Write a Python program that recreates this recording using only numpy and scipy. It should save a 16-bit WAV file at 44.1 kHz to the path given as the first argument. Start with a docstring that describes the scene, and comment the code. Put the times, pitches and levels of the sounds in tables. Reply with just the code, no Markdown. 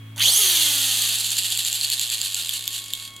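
"""A carpeted room, close up: a toy car's pull-back motor is let go in the hand.
The spring drives the gears up to a whine, then they coast. The fastest gear rattles in its bearing and
rings the plastic shell; once per turn the wheel axle clicks and then scrapes, ever slower.
A low hum, a thin steady whine and the air of the room lie behind."""
import sys
import numpy as np
from scipy import signal
from scipy.fft import rfft, irfft
from scipy.io import wavfile
from scipy.ndimage import uniform_filter1d

SR = 44100
rng = np.random.default_rng(int(sys.argv[2]) if len(sys.argv) > 2 else 0)


def transcribe(signal):
    """Save signal, clipped to [-1, 1], as a 16-bit WAV file at the path in sys.argv[1]."""
    frames = np.atleast_2d(signal).T
    limited = np.clip(frames, -1, 1)
    pcm = np.round(limited * 32767).astype(np.int16)
    wavfile.write(sys.argv[1], SR, pcm)


N = 141120
TIME = np.arange(N) / SR
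RELEASE_S = .161

# one click per turn of the axle (time [s], level [dB])
AXLE_CLICKS = [(.781, -24), (.826, -22), (.873, -23), (.921, -25), (.971, -25), (1.021, -17), (1.0745, -22),
               (1.1295, -23), (1.186, -21), (1.2448, -21), (1.305, -20), (1.3683, -20), (1.434, -21),
               (1.5028, -22), (1.5745, -17), (1.6492, -17), (1.7283, -17), (1.8117, -18), (1.9005, -17),
               (1.9952, -16), (2.1, -19), (2.2147, -16), (2.345, -17), (2.4926, -17), (2.6776, -16),
               (2.9352, -16.5), (3.1642, -35)]
# pitches of the gear meshes (multiple of the fastest gear's speed)
MESH_MULTIPLES = [12.8, 16, 25.7, 31.5, 19.5, 39]


def gear_speed(gear_ratio=12.6, end_s=3.4, end_hz=21.63):
    """Turns per second of the fastest gear: spun up by the spring, then coasting with the axle."""
    # spin-up and first slowing (time [s], speed [Hz])
    run_up = [(.16, 15), (.22, 118), (.25, 183), (.28, 243), (.34, 354), (.37, 412), (.397, 437),
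              (.46, 373), (.53, 349), (.6, 316), (.7, 292)]
    times = np.array(AXLE_CLICKS)[:-1, 0]
    midpoints = (times[1:] + times[:-1]) / 2
    coast = list(zip(midpoints, gear_ratio / np.diff(times)))
    return curve(run_up + coast + [(end_s, end_hz)])


def rattle(turns, decay_s=.0022, scatter_db=3, jitter_turns=.07, chatter=.36):
    """The fastest gear knocks in its bearing once a turn, and its teeth chatter in between."""
    # rattle envelope (time [s], level [dB])
    envelope = [(.168, -38.5), (.19, -32), (.22, -20.5), (.35, -20.5), (.42, -17.5), (.62, -18), (.75, -20),
                (1.05, -21), (1.25, -25.5), (1.9, -28.5), (2.45, -29), (2.65, -33), (2.9, -36.5),
                (3.06, -35), (3.12, -48.5), (3.2, -47)]
    count = np.arange(1, int(turns[-1]))
    late, strength = rng.uniform(-1, 1, (1000, 2))[count].T
    onsets = np.searchsorted(turns, count + jitter_turns * late)
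    knocks = np.zeros(N)
    knocks[np.clip(onsets, 0, N - 1)] = amp(scatter_db * strength)
    force = signal.lfilter([1], [1, -np.exp(-1 / (decay_s * SR))], knocks) + chatter
    force /= np.sqrt(uniform_filter1d(force ** 2, size=3000))  # even loudness at any speed
    return force * rng.standard_normal(N) * amp(curve(envelope))


def mesh_tone(turns, multiple, play_turns=.0015, flutter_db=3):
    """Meshing teeth sing at a multiple of the speed, roughened by the play between them."""
    flutter = amp(flutter_db * walk(200))
    return flutter * np.sin(2 * np.pi * multiple * (turns + play_turns * walk(660)))


def gear_whine(turns):
    """The meshes rasp under the pull of the spring, then sing more cleanly as the gears coast."""
    # balance of the driven meshes (level [dB])
    mesh_db = [-7, -1, -1, -4, -7, -2]
    # driven whine envelope (time [s], level [dB])
    driven_envelope = [(.16, -36), (.21, -20), (.3, -21.5), (.37, -19), (.42, -25), (.6, -50), (1.3, -80)]
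    # coasting pitches (multiple of the fastest gear's speed)
    coast_multiples = [7, 9, 11, 16.6, 25.7]
    # coasting whine envelope (time [s], level [dB])
    coast_envelope = [(.36, -60), (.43, -32), (.63, -30), (.8, -40), (2.5, -70)]
    driven = sum(amp(db) * mesh_tone(turns, k, play_turns=.007) for k, db in zip(MESH_MULTIPLES, mesh_db))
    coasting = sum(mesh_tone(turns, k) for k in coast_multiples)
    return unit(driven) * amp(curve(driven_envelope)) + unit(coasting) * amp(curve(coast_envelope))


def clicks(release_db=-42, vary_db=4.5, crack_s=.0005, rise_s=.0007, span_s=.0026, size=1024):
    """The pawl snaps over: a tiny crack and a short ring, brighter once the axle is slow."""
    # ring of the click (frequency [Hz], level [dB], t60 [s])
    modes = [(3400, -2, .0035), (4300, -6, .005), (6700, -4, .003), (7450, 0, .005), (9500, -8, .0025),
             (13000, -6, .0024)]
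    out, t = np.zeros(N + size), np.arange(size) / SR
    hz, db, t60 = np.array(modes).T[:, :, None]
    low_cut = signal.butter(5, 2300, "high", fs=SR, output="sos")
    attack = 1 - np.exp(-(t / rise_s) ** 2)
    for at, level_db in AXLE_CLICKS + [(RELEASE_S, release_db)]:
        gain, detune, phase = rng.standard_normal((3, len(hz), 1))
        treble_db = np.interp(at, (2.3, 2.8), (0, 7)) * (hz > 9000)
        partials = np.sin(2 * np.pi * (hz * (1 + .022 * detune) * t + phase))
        ring = amp(db + treble_db + vary_db * gain) * partials * np.exp(-np.log(1000) * t / t60)
        crack = amp(-4) * rng.standard_normal(size) * np.exp(-t / crack_s)
        snap = signal.sosfilt(low_cut, (ring.sum(0) + crack) * attack)
        snap /= np.sqrt(np.sum(snap ** 2) / (span_s * SR))  # energy of rms 1 over span_s
        out[int(at * SR):][:size] += amp(level_db) * snap
    return out[:N]


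def contact():
    """The axle rubs during the same part of each turn."""
    # rub after each click (share of the turn [0-1], pressure [0-1])
    pressure = [(.08, 0), (.2, 0.71), (.37, 0.87), (.44, 0.76), (.5, .2), (.62, 0.08)]
    axle_turns = np.interp(TIME, np.array(AXLE_CLICKS)[:, 0], np.arange(len(AXLE_CLICKS)))
    return curve(pressure, axle_turns % 1)


def scrape(flutter_db=2.7):
    """Gritty, bright friction while the axle rubs."""
    # scrape envelope (time [s], level [dB])
    envelope = [(.78, -37), (1.2, -20.5), (1.55, -19.5), (1.9, -19), (2.15, -23), (2.4, -24), (2.56, -26),
                (2.75, -27.5), (3.0, -45), (3.1, -51)]
    # bright tilt (frequency [Hz], gain [dB])
    eq = [(1000, -2), (4000, 1), (14000, 3)]
    friction = contact() * amp(curve(envelope) + flutter_db * walk(290))
    return colour(friction * grit(spread_db=2), eq)


def shell(x, ring_q=30, fade_s=(.24, 1.4)):
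    """The plastic body rings with whatever shakes it: a broad colour and a few narrow resonances."""
    # body driven hard (frequency [Hz], gain [dB])
    driven_eq = [(150, -52), (450, -31.5), (780, -21), (1500, -17.5), (2000, -13), (2650, -10), (3150, 3),
                 (3800, -3.5), (4500, -3), (5050, -12), (6400, -2.5), (7600, -9), (10750, -4), (14300, -8),
                 (16000, -24)]
    # body coasting (frequency [Hz], gain [dB])
    coast_eq = [(240, -44), (560, -36), (760, -19), (1050, -29.5), (1850, -13), (2100, -19.5), (2750, -3),
                (3300, -1), (4450, 0), (5000, -9), (5700, -13.5), (7400, -2.5), (8200, -8), (11600, -8),
                (14400, -18.5), (16000, -31)]
    # narrow resonances (frequency [Hz], gain [dB])
    modes = [(3400, 4), (4480, 0), (6480, 4), (8250, 6), (10750, 3)]
    rings = sum(amp(db) * signal.lfilter(*signal.iirpeak(hz, ring_q, fs=SR), x) for hz, db in modes)
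    driven = colour(.83 * x + .36 * rings, driven_eq)
    coasting = colour(.89 * x + .14 * rings, coast_eq)
    crossfade = np.interp(TIME, fade_s, (0, 1))
    return (1 - crossfade) * driven + crossfade * coasting


def jolts(ring_hz=4420, peak_s=.0009, size=1024):
    """The gear's hardest knocks make the plastic body ping."""
    # hard knocks (time [s], level [dB])
    hits = [(1.8325, -18), (1.846, -16), (1.8535, -20), (1.9188, -17), (1.926, -16), (1.9405, -17)]
    out, t = np.zeros(N), np.arange(size) / SR
    ping = t / peak_s * np.exp(1 - t / peak_s) * np.sin(2 * np.pi * ring_hz * t)
    for at, db in hits:
        out[int(at * SR):][:size] += amp(db) * ping
    return out


def squeaks(turns):
    """The highest mesh squeals just after top speed; the main mesh sings while the slow axle rubs."""
    # squeal envelope (time [s], level [dB])
    squeal_envelope = [(.4, -90), (.43, -42), (.465, -30), (.525, -30), (.55, -90)]
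    # tone within the scrape (time [s], level [dB])
    rub_envelope = [(1.9, -52), (2.3, -38), (2.45, -40), (2.6, -56), (3.1, -66)]
    main = MESH_MULTIPLES[1]
    singing = .5 * mesh_tone(turns, main) + 2 * mesh_tone(turns, 2 * main)
    squeal = amp(curve(squeal_envelope)) * mesh_tone(turns, MESH_MULTIPLES[-1])
    return squeal + contact() * amp(curve(rub_envelope)) * unit(singing)


def clatter(turns, peak_s=.29, width_s=.049, level_db=-38.5, decay_turns=.34):
    """The chassis shudders briefly as the wheels spin up."""
    # boxy midrange (frequency [Hz], gain [dB])
    eq = [(200, -12), (450, -11), (700, -2.5), (1100, -7), (2500, -23.5)]
    swell = np.exp(-((TIME - peak_s) / width_s) ** 2)
    pulses = np.exp(-(turns % 1) / decay_turns)
    return amp(level_db) * swell * colour(unit(pulses * grit(spread_db=4.5)), eq)


def buzz(turns, flutter_db=2):
    """The freewheeling gear shakes the chassis at its own speed."""
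    # buzz envelope (time [s], level [dB])
    envelope = [(.34, -88), (.39, -42), (.6, -46), (.9, -49.5), (1.2, -59.5), (1.7, -72)]
    # harmonics from the fundamental up (level [dB])
    harmonics = [-3, -8, -5, -9, -2, -7, 0.5]
    tones = sum(amp(db + flutter_db * walk(43)) * np.sin(2 * np.pi * k * turns)
                for k, db in enumerate(harmonics, 1))
    return np.sqrt(2) * tones * amp(curve(envelope))


def room(x, wet_db=-11, t60_s=.13, predelay_s=.003, size=12000):
    """The carpeted room adds a short diffuse tail, different on each side."""
    t = np.arange(size) / SR
    tails = rng.standard_normal((2, size)) * np.exp(-np.log(1000) * t / t60_s) * (t > predelay_s)
    return amp(wet_db) * np.array([signal.fftconvolve(x, unit(h) / np.sqrt(size))[:N] for h in tails])


def hum():
    """A low hum of fixed pitch, loudest at the start."""
    # hum partials (frequency [Hz], level [dB])
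    partials = [(108.8, -2), (164, -20.5), (218.5, -20.5), (274.3, -15.5)]
    # hum envelope (time [s], level [dB])
    envelope = [(0, -38), (.24, -37), (.38, -49.5), (.7, -43), (1.2, -45.5), (2.2, -50), (3.2, -51.5)]
    tones = sum(amp(db) * np.sin(2 * np.pi * (hz * TIME + rng.random())) for hz, db in partials)
    return np.sqrt(2) * tones * amp(curve(envelope))


def electrical_whine(pitch_hz=1099.4):
    """A thin electrical whine holds its pitch and creeps up in level."""
    # harmonics from the fundamental up (level [dB])
    harmonics = [-9, -6, 1]
    # slow swell (time [s], level [dB])
    envelope = [(0, -58.5), (1.9, -52), (2.7, -51), (3.2, -47)]
    tones = sum(amp(db + walk(30)) * np.sin(2 * np.pi * k * pitch_hz * TIME)
                for k, db in enumerate(harmonics, 1))
    return np.sqrt(2) * tones * amp(curve(envelope))


def air(level_db=-54):
    """Soft, wide room tone, narrower in the bass."""
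    # room tone colour (frequency [Hz], gain [dB])
    eq = [(80, -2), (150, -6), (300, -4), (700, -9.5), (3200, -7), (5000, -21.5), (16000, -19.5)]
    # stereo width (frequency [Hz], side minus mid [dB])
    width = [(60, -4), (500, -1)]
    mid, side = (colour(rng.standard_normal(N), eq) for _ in range(2))
    hz = np.arange(N // 2 + 1) * SR / N
    side = irfft(rfft(side) * amp(curve(width, hz)), N)
    return amp(level_db) * np.array([mid + side, mid - side])


def amp(db):
    """Decibels to gain."""
    return 10 ** (np.asarray(db) / 20)


def curve(rows, at=TIME):
    """Straight lines through the rows, over time unless told otherwise."""
    return np.interp(at, *np.array(rows, float).T)


def unit(x):
    """Scale to rms 1."""
    return x / np.sqrt(np.mean(x ** 2) + 1e-18)


def walk(rate_hz):
    """Smooth random wander, rms 1."""
    k = max(int(SR / rate_hz), 1)
    return unit(uniform_filter1d(uniform_filter1d(rng.standard_normal(N), k), k))


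def grit(spread_db):
    """Grainy noise, like dense tiny impacts of uneven size."""
    return unit(rng.standard_normal(N) * amp(spread_db * walk(2500)))


def colour(x, eq, size=2048):
    """Minimum-phase EQ through (frequency [Hz], gain [dB]) points; white noise keeps its level."""
    hz, db = np.array(eq, float).T
    bins_hz = np.arange(size // 2 + 1) * SR / size
    log_gain = np.interp(np.log(bins_hz + 1), np.log(hz), db) * np.log(10) / 20
    cepstrum = irfft(log_gain)[:size // 2]
    cepstrum[1:] *= 2
    impulse = irfft(np.exp(rfft(cepstrum, size)))
    return signal.fftconvolve(x, unit(impulse) / np.sqrt(size))[:N]


def scene(pan_right_db=1.5):
    """The motor in its shell, slightly to the right, over the room's background."""
    turns = np.cumsum(gear_speed()) / SR
    released = TIME > RELEASE_S
    car = shell(released * (rattle(turns) + scrape() + gear_whine(turns)))
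    car = car + clatter(turns) + buzz(turns) + squeaks(turns) + clicks() + jolts()
    pan = amp(np.array([[-pan_right_db], [pan_right_db]]) / 2)
    return (car + room(car)) * pan + hum() + electrical_whine() + air()


def record(dry, top_hz=16000):
    """A steep low-pass takes off the very top."""
    return signal.sosfilt(signal.ellip(10, .2, 80, top_hz, fs=SR, output="sos"), dry)


dry = scene()
out = record(dry)
transcribe(out)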